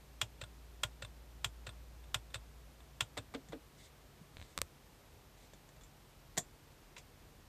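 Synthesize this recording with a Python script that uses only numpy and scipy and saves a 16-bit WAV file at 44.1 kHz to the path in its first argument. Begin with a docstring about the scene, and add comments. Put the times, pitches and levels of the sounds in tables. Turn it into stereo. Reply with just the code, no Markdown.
"""Climate button in a quiet car cabin

Inside a closed car, a thumb presses and releases a plastic button on the climate panel five times.
Each stroke is a shaped burst of contacts that rings the fascia's modes and thumps the dashboard's low ones.
Then come soft knocks on the trim, creaks and ticks on the microphone's own case, and the ignition key
clacking off with a short jingle of its modes; a relay under the dash follows.
Underneath lie filtered-noise cabin air and a faint low hum that sinks slowly."""
import sys
import numpy as np
from scipy import signal
from scipy.io import wavfile
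from scipy.ndimage import uniform_filter1d

SR = 44100
rng = np.random.default_rng(int(sys.argv[2]) if len(sys.argv) > 2 else 0)


def store_pcm(level_fs):
    """Save levels as 16-bit WAV."""
    pcm = np.round(np.clip(level_fs, -1, 1) * 32767).astype(np.int16)
    wavfile.write(sys.argv[1], SR, np.atleast_2d(pcm).T)


N = 329850
T = np.arange(N) / SR
RING = T[:6144]  # time axis of one short sound, in seconds


def gain_of(db):
    """Decibels to an amplitude factor."""
    return 10 ** (np.asarray(db) / 20)


def unit(x):
    """Scales to energy 1."""
    return x / np.sqrt(np.sum(x ** 2) + 1e-20)


def read(points, hz):
    """Reads a curve of (hz, value) points on a log-frequency axis."""
    f, value = np.transpose(points)
    return np.interp(np.log(hz + 1), np.log(f + 1), value)


def add(mix, s, sound):
    """Mixes a sound in at time s."""
    part = mix[max(round(s * SR), 0):][:len(sound)]
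    part += sound[:len(part)]


def causal(spectrum, gain):
    """Applies a gain with minimum phase, so that attacks stay sharp."""
    log_response = np.conj(signal.hilbert(np.log(gain)))
    return np.fft.ifft(spectrum * np.exp(log_response)).real


def coloured(x, points, size=4096):
    """Filters with the given spectrum, all of it scaled by 0.62."""
    hz = abs(np.fft.fftfreq(size, 1 / SR))
    kernel = causal(0.62, gain_of(read(points, hz)))
    return signal.oaconvolve(x, kernel)[:len(x)]


def even(x, size=80):
    """Gives a burst the same energy in every band, keeping its fine structure."""
    z = np.fft.fft(x, 2 * len(x))
    power = uniform_filter1d(abs(z) ** 2, 2 * size, mode="wrap")
    power = uniform_filter1d(power, size, mode="wrap")
    return unit(causal(z, (power + 1e-12) ** -.5)[:len(x)])


def drift(rate_hz, count=20):
    """Slow random wandering of rms 1, a sum of sines up to rate_hz."""
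    t = np.linspace(0, T[-1], count * count)
    rates = np.geomspace(rate_hz / 10, rate_hz, count)
    waves = sum(np.sin(2 * np.pi * (f * t + rng.random())) for f in rates)
    return np.interp(T, t, waves / waves.std())


def ring(modes, scatter=1):
    """Dying sines that build up in a fraction of a cycle, their phases scattered by the path to the ear."""
    body = np.zeros(len(RING))
    for hz, db, t60 in modes:
        envelope = gain_of(db - 60 * RING / t60) * (1 - np.exp(-2 * hz * RING))
        body += envelope * np.sin(2 * np.pi * (hz * RING + scatter * rng.random()))
    return unit(body)


def chatter(t60):
    """A dying burst of tiny contacts and reflections."""
    return even(rng.standard_normal(len(RING)) * gain_of(-60 * RING / t60))


# how fast the padded cabin falls silent: pitch_hz, t60_s
CABIN_DECAY = [(100, 0.14), (400, 0.14), (1500, 0.065), (4000, 0.076), (8000, 0.095), (14000, 0.073)]


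def cabin_tail(size=128):
    """The short reverberation of the padded cabin: noise that dies at its own rate in each band."""
    hz, t, z = signal.stft(rng.standard_normal(len(RING)), SR, nperseg=size)
    decay = gain_of(-60 * t / read(CABIN_DECAY, hz)[:, None])
    tail = signal.istft(z * decay, SR, nperseg=size)[1][:len(RING)]
    return unit(tail * (1 - np.exp(-RING / 0.0022)))  # reflections gather over a few ms


def blows(rows, colour, modes, crack_db, chatter_db, chatter_t60, room_db, variety=0.53):
    """A blow is a crack, chatter, the object's modes and the cabin's answer; blows on one object are alike.

    Rows: start_s, level_db (energy with ringing and blow weighed separately), bright_db_per_octave, ring_db."""
    out = np.zeros(N)
    body, burst, room = ring(modes), chatter(chatter_t60), cabin_tail()
    for s, db, bright, ring_db in rows:
        crack = gain_of(crack_db) * (RING == 0)
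        contact = crack + gain_of(chatter_db) * unit(burst + variety * chatter(chatter_t60))
        heard = even(contact + gain_of(room_db) * unit(room + variety * cabin_tail()))
        ringing = gain_of(ring_db) * unit(body + variety * ring(modes))
        sound = unit(coloured(heard, colour)) + ringing
        # brightness pivots at 2 kHz; the ringing adds its energy to the level
        tilt = [(hz, bright * np.log2(hz / 2000)) for hz in (250, 16000)]
        add(out, s, gain_of(db) * np.linalg.norm(sound) * unit(coloured(sound, tilt)))
    return out


def alike(rows, bright, ring_db):
    """Gives blows of one kind the same brightness (dB per octave) and ringing."""
    return [(s, db, bright, ring_db) for s, db in rows]


# spectrum of the cabin air: pitch_hz, level_db (relative, per Hz)
AIR_COLOUR = [(12, -54), (24, -33.5), (38, -7), (70, -7), (110, -10), (170, -14.5), (230, -16), (513, -19),
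              (865, -22), (1500, -26), (3720, -30), (8000, -34.5), (10500, -37.5), (14300, -34)]
AIR_DB = -66  # rms of the air between 200 and 2000 Hz


def air():
    """Steady rumble and hiss of the closed cabin, as filtered noise."""
    noise = coloured(rng.standard_normal(N), AIR_COLOUR, size=16384)
    band = signal.butter(4, [200, 2000], "band", fs=SR, output="sos")
    middle = signal.sosfilt(band, noise)
    return noise / middle.std() * gain_of(AIR_DB)


HUM_HZ, HUM_SINKS_S, HUM_SAG_HZ_PER_S = 57.2, 2.8, 4.5  # holds its pitch, then sinks steadily
# course of the low hum, around which it wavers: time_s, level_db (rms)
HUM_LEVEL = [(0, -59.5), (.4, -57), (1.8, -54), (2.4, -55), (2.7, -61.5), (4.2, -68), (7.48, -72)]


def hum():
    """A low tone that sinks and fades, and a fainter steady one above it, both wavering slightly."""
    hz = HUM_HZ - HUM_SAG_HZ_PER_S * np.maximum(T - HUM_SINKS_S, 0)
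    turns = np.cumsum(hz + 0.44 * drift(3.5)) / SR
    low_db = np.interp(T, *np.transpose(HUM_LEVEL)) + .8 * drift(8)
    low = gain_of(low_db) * np.sin(2 * np.pi * turns)
    steady_turns = np.cumsum(142 + 1.5 * drift(6)) / SR
    steady = gain_of(-72 + 2 * drift(5)) * np.sin(2 * np.pi * steady_turns)
    return np.sqrt(2) * (low + steady)  # rms level to sine peak


# the hand brushing along trim and keys: start_s, length_s, level_db (rms at mid-stroke, before flutter)
BRUSHES = [(3.735, 0.18, -63), (4.328, 0.26, -68.5), (5.34, 0.19, -69)]
# skin sliding on trim and keys: pitch_hz, level_db (relative, per Hz)
BRUSH_COLOUR = [(200, -30), (1600, -12), (2120, 8.5), (2500, -7), (3600, 5.5), (5500, -2), (8000, 1.5),
                (10000, -12), (14000, -15)]


def brushes():
    """Soft, uneven hiss of skin sliding: filtered noise that swells, fades and flutters."""
    strokes = np.zeros(N)
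    for s, length, db in BRUSHES:
        add(strokes, s, gain_of(db) * np.hanning(int(length * SR)))
    hiss = coloured(rng.standard_normal(N), BRUSH_COLOUR)
    return strokes * hiss / hiss.std() * gain_of(2 * drift(25))


# modes of the fascia, also rung by scuffs and button: pitch_hz, level_db (relative), t60_s
FASCIA_MODES = [(605, -1.5, 0.11), (1046, -6, 0.078), (1423, 4, 0.073), (1667, -11, 0.1),
                (2110, 6.5, 0.025), (2580, -19, .045), (2723, 17.5, 0.015), (3390, -15, 0.081),
                (3000, -47, .055), (3490, 2, 0.03), (3554, 16.5, 0.012), (4000, -19, 0.03),
                (4650, -14, 0.095), (7120, 3, 0.022)]
# the relay pulling and settling: start_s, level_db (energy before ringing), bright_db_per_octave
RELAY = [(6.9650, -23.5, -2), (6.98, -26, 5)]
# the relay behind its trim: pitch_hz, level_db (relative, per Hz)
RELAY_COLOUR = [(250, -16), (650, 0), (1500, -3), (2400, 5.5), (3100, -3.5), (3600, 3), (4300, -8),
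                (7400, -6), (8500, -16), (14000, -33)]


def relay():
    """A relay under the dash pulls and settles, mostly heard by way of the cabin."""
    rows = [(*row, -17) for row in RELAY]  # ring_db
    return blows(rows, RELAY_COLOUR, FASCIA_MODES,
                 crack_db=-22, chatter_db=-1, chatter_t60=0.035, room_db=1)


# modes of the microphone's case, also rung by the ticks: pitch_hz, level_db (relative), t60_s
CASE_MODES = [(524, -4, 0.016), (1124, 1.5, 0.0089), (3440, -3, 0.0091)]
# creaks as the grip shifts: start_s, level_db (energy before ringing)
CREAKS = [(4.3695, -24), (4.3835, -34), (4.3992, -31), (4.4150, -26), (4.4258, -28)]
# the case creaking: pitch_hz, level_db (relative, per Hz)
CREAK_COLOUR = [(100, 2), (900, -10), (2400, 0.5), (3300, -3.5), (4100, 3.5), (4900, -13), (8000, -11),
                (11000, -26)]


def creaks():
    """The microphone's case creaks in small dull contacts as the grip shifts."""
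    return blows(alike(CREAKS, bright=-2.95, ring_db=-17), CREAK_COLOUR, CASE_MODES,
                 crack_db=-5, chatter_db=-1, chatter_t60=0.0049, room_db=-19)


# ticks on the case: start_s, level_db (energy before ringing), bright_db_per_octave, ring_db
TICKS = [(4.5774, -13, 0, -2), (4.5885, -18.5, -2, -10), (4.6168, -7.5, 1, -7.5)]
# a tick on the case: pitch_hz, level_db (relative, per Hz)
TICK_COLOUR = [(100, 3.5), (300, -3), (560, -6), (800, -13.5), (1150, -7), (1650, -5.5), (2200, -0.5),
               (3000, -7), (3550, -1.5), (5000, -5.5), (6800, -7.5), (8300, -1), (9900, -14.5),
               (14000, -13)]


def ticks():
    """Ticks right on the microphone's case: a strong crack, little chatter and hardly any cabin."""
    return blows(TICKS, TICK_COLOUR, CASE_MODES,
                 crack_db=9, chatter_db=-6, chatter_t60=0.0067, room_db=-18)


# scuffs just before the knocks: start_s, level_db (energy before ringing)
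SCUFFS = [(3.1700, -18.5), (3.3395, -20.5), (3.3455, -23), (3.5220, -24.5)]
# skin scuffing plastic: pitch_hz, level_db (relative, per Hz)
SCUFF_COLOUR = [(100, -36), (350, 1), (650, 7.5), (950, 0.5), (1300, 2.5), (1600, -11), (2200, 3),
                (2700, -22), (3450, -3.5), (5500, -21), (8000, -15), (11000, -32)]


def scuffs():
    """The hand scuffs the plastic: chatter that dies slowly and barely rings the fascia."""
    return blows(alike(SCUFFS, bright=.2, ring_db=-20), SCUFF_COLOUR, FASCIA_MODES,
                 crack_db=-14, chatter_db=2, chatter_t60=0.05, room_db=-6)


# knocks on the trim: start_s, level_db (energy before ringing), bright_db_per_octave, ring_db
KNOCKS = [(3.1755, -18, 1.5, -4.5), (3.3475, -17.5, 1.5, 5.5), (3.5305, -14, -2, -6)]
# a soft knock: pitch_hz, level_db (relative, per Hz)
KNOCK_COLOUR = [(60, -40), (190, -10), (280, 1.5), (400, 0), (700, -8), (1100, -17.5), (1500, -12),
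                (2100, -22), (3500, -17.5), (8000, -41), (14000, -56)]
# modes of the trim: pitch_hz, level_db (relative), t60_s
TRIM_MODES = [(241, -2, 0.1), (270, -3.5, 0.15), (350, -17, .06), (457, -8.5, 0.12), (574, -13, 0.085),
              (760, -20, 0.046)]


def knocks():
    """Soft knocks on the trim: almost no crack, a dull burst and low modes."""
    return blows(KNOCKS, KNOCK_COLOUR, TRIM_MODES,
                 crack_db=-28, chatter_db=2.5, chatter_t60=0.029, room_db=-2)


# ignition lock and hanging keys: start_s, level_db (energy before ringing), bright_db_per_octave, ring_db
CLACKS = [(3.4865, -33, -1.5, -8), (5.535, -29.5, -3.5, -8), (5.690, -35, -2.5, -19),
          (5.763, -36, -4.5, -15), (5.811, -40, -2, 2), (5.835, -37, 1, 0), (6.3700, -18, -2, -22),
          (6.3765, -7.5, -1.5, -12), (6.3805, -6.5, 3, -12)]
# a clack of lock or keys: pitch_hz, level_db (relative, per Hz)
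CLACK_COLOUR = [(40, -37), (100, -17), (200, 1.5), (340, -3.5), (720, 4.5), (900, -6), (1080, -1),
                (1350, -9), (1850, 2.5), (2800, -13), (3600, -0.5), (5200, -7.5), (7200, 5), (10000, -15),
                (14000, -17)]
# modes of the keys: pitch_hz, level_db (relative), t60_s
KEY_MODES = [(200, -5, 0.13), (2200, -14, 0.1), (3450, 4, 0.081), (4270, -10, 0.1), (5329, -11, 0.088),
             (5930, -5, 0.11), (6500, -10, 0.074), (6720, -9, 0.1), (7080, -6, 0.13), (7060, -8, 0.1),
             (7300, 2, 0.14), (8000, -17, .09), (8450, -7, 0.13)]


def clacks():
    """The ignition key clacks and the hanging keys jingle in high modes, each blow unlike the last."""
    return blows(CLACKS, CLACK_COLOUR, KEY_MODES,
                 crack_db=-8.5, chatter_db=3.0, chatter_t60=0.027, room_db=-2.0, variety=3.4)


# low modes of the dashboard: pitch_hz (before each thump's factor), level_db (relative), t60_s
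DASHBOARD_MODES = [(97, 2.5, 0.042), (115.1, 2.5, 0.093), (132, -5, 0.053)]


def thump(db, pitch):
    """The dashboard's low modes, shifted by a pitch factor, swell and die."""
    modes = [(hz * pitch, level, t60) for hz, level, t60 in DASHBOARD_MODES]
    body = ring(modes, scatter=0)
    return gain_of(db) * unit(body * (1 - np.exp(-RING / 0.0065)))


THUMP_LAG_S = 0.011  # the dashboard answers this long after the switch
PUSH_THUMP_DB, PUSH_PITCH = -16, .955  # energy, factor on the modes' pitch
LIFT_THUMP_DB, LIFT_PITCH = -19, 0.92
# other bumps that reach the dashboard: start_s, level_db (energy), pitch_factor
BUMPS = [(3.496, -23, 1.26), (4.211, -25.5, 1.45), (4.387, -21, 0.67), (4.579, -17.5, 0.63),
         (4.623, -21.5, 0.65), (6.377, -19, 1.22)]


def dashboard():
    """The dashboard takes up the thumb's force at a push and returns it at release; other bumps shake it too."""
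    out = np.zeros(N)
    for pressed, _, let_go, *_ in PRESSES:
        add(out, pressed + THUMP_LAG_S, thump(PUSH_THUMP_DB, PUSH_PITCH))
        add(out, let_go + THUMP_LAG_S, thump(LIFT_THUMP_DB, LIFT_PITCH))
    for s, db, pitch in BUMPS:
        add(out, s, thump(db, pitch))
    return out


SNAP_RING_DB, RELEASE_RING_DB, STOP_RING_DB = -10.5, -7, -3  # fascia ringing against the stroke
STOP_BELOW_DB = -7  # the stop against the release before it
GENTLE_DB, BRIGHTER_PER_DB = -19, 0.45  # a release gains dB per octave with each dB above a gentle one
# each push: press_s, snap_db, release_s, release_db (energies before ringing), travel_s to the outer stop
PRESSES = [(0.2148, -4.4, 0.4144, -18.2, .0233), (0.8344, -4.3, 1.0226, -17.8, .0258),
           (1.4451, -5.7, 1.6683, -18.3, .0235), (2.1444, -5.4, 2.3434, -14, .0131),
           (3.0071, -4.4, 3.1756, -15.2, .0091)]
# faint ticks as the thumb shifts its weight: start_s, level_db (energy before ringing)
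NUDGES = [(2.0394, -39), (2.3033, -39.5), (2.8046, -39)]
# the switch snapping over: pitch_hz, level_db (relative, per Hz)
SNAP_COLOUR = [(200, -22), (500, -12), (950, -4), (2250, -4.5), (2600, 0), (2950, -2.5), (3300, 6),
               (4400, -12), (5100, -9), (6300, -12), (7400, -4.5), (8700, -10), (10000, -20),
               (14000, -19.5)]
# the button's spring: pitch_hz, level_db (relative, per Hz)
RELEASE_COLOUR = [(250, -16.5), (560, 4), (800, -5.5), (1150, -7.5), (1720, 4.5), (2200, -14), (2620, 7),
                  (3000, -7.5), (3800, -1.5), (5300, -15), (6900, -17), (7500, -8), (8400, -11.5),
                  (9700, -30), (14000, -28)]
# the button's outer stop: pitch_hz, level_db (relative, per Hz)
STOP_COLOUR = [(300, -12), (1420, -0.5), (2250, -15), (2700, -7), (3050, -9), (3500, 3), (4300, -10),
               (6000, -20), (7500, -23), (8500, -3.5), (9700, -27), (14000, -34)]


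def button():
    """The switch slides and snaps over; let go, it pops back and meets its stop, brighter when let go briskly."""
    down, up, home = [], [], []
    for pressed, snap_db, let_go, release_db, travel in PRESSES:
        down.append((pressed, snap_db))
        bright = BRIGHTER_PER_DB * (release_db - GENTLE_DB)
        up.append((let_go, release_db, bright, RELEASE_RING_DB))
        home.append((let_go + travel, release_db + STOP_BELOW_DB))
    home.extend(NUDGES)  # the nudges tick against the same stop
    down = alike(down, bright=-0.32, ring_db=SNAP_RING_DB)
    home = alike(home, bright=-.3, ring_db=STOP_RING_DB)
    snaps = blows(down, SNAP_COLOUR, FASCIA_MODES,
                  crack_db=-6.5, chatter_db=0, chatter_t60=0.023, room_db=-9, variety=0.66)
    releases = blows(up, RELEASE_COLOUR, FASCIA_MODES,
                     crack_db=-34, chatter_db=0.5, chatter_t60=0.023, room_db=-6.5)
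    stops = blows(home, STOP_COLOUR, FASCIA_MODES,
                  crack_db=-14, chatter_db=-1.5, chatter_t60=0.025, room_db=-11)
    slide = np.zeros(N)
    for s, *_ in down + up:  # sliding starts 3 ms before each stroke
        add(slide, s - .003, gain_of(-29) * unit(coloured(chatter(0.084), SNAP_COLOUR)))
    return snaps + releases + stops + slide


def sideways(x, db):
    """Nearby surfaces scatter a sound into a short blur, here for the sides."""
    return gain_of(db) * signal.oaconvolve(x, chatter(.004))[:N]


# side gain of the scattered sounds: pitch_hz, gain_db (before the filter's common 0.62)
SCATTER_WIDTH = [(100, -78), (3900, -66), (5200, -30), (7500, -13.5), (14000, -10)]
# side gain of the cabin air: pitch_hz, gain_db (before the filter's common 0.62)
AIR_WIDTH = [(100, -60), (2600, -48), (4300, -28), (6500, -0.5), (14000, 0)]


def scene():
    """All sources are central before the microphone; chiefly the treble spreads to the sides."""
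    panel = button() + dashboard() + knocks() + scuffs() + relay() + brushes()
    keys = clacks()
    mid = panel + ticks() + creaks() + keys + air() + hum()
    scattered = sideways(panel, -2.5) + sideways(keys, -27)
    side = coloured(scattered, SCATTER_WIDTH) + coloured(air(), AIR_WIDTH)
    return np.array([mid + side, mid - side])


EDGE_HZ = 14400


def record(dry):
    """The recorder's band limit: a steep low-pass."""
    lowpass = signal.firwin(301, EDGE_HZ, window=("kaiser", 8), fs=SR)
    return signal.oaconvolve(dry, lowpass[None], "same")


dry = scene()
out = record(dry)
store_pcm(out)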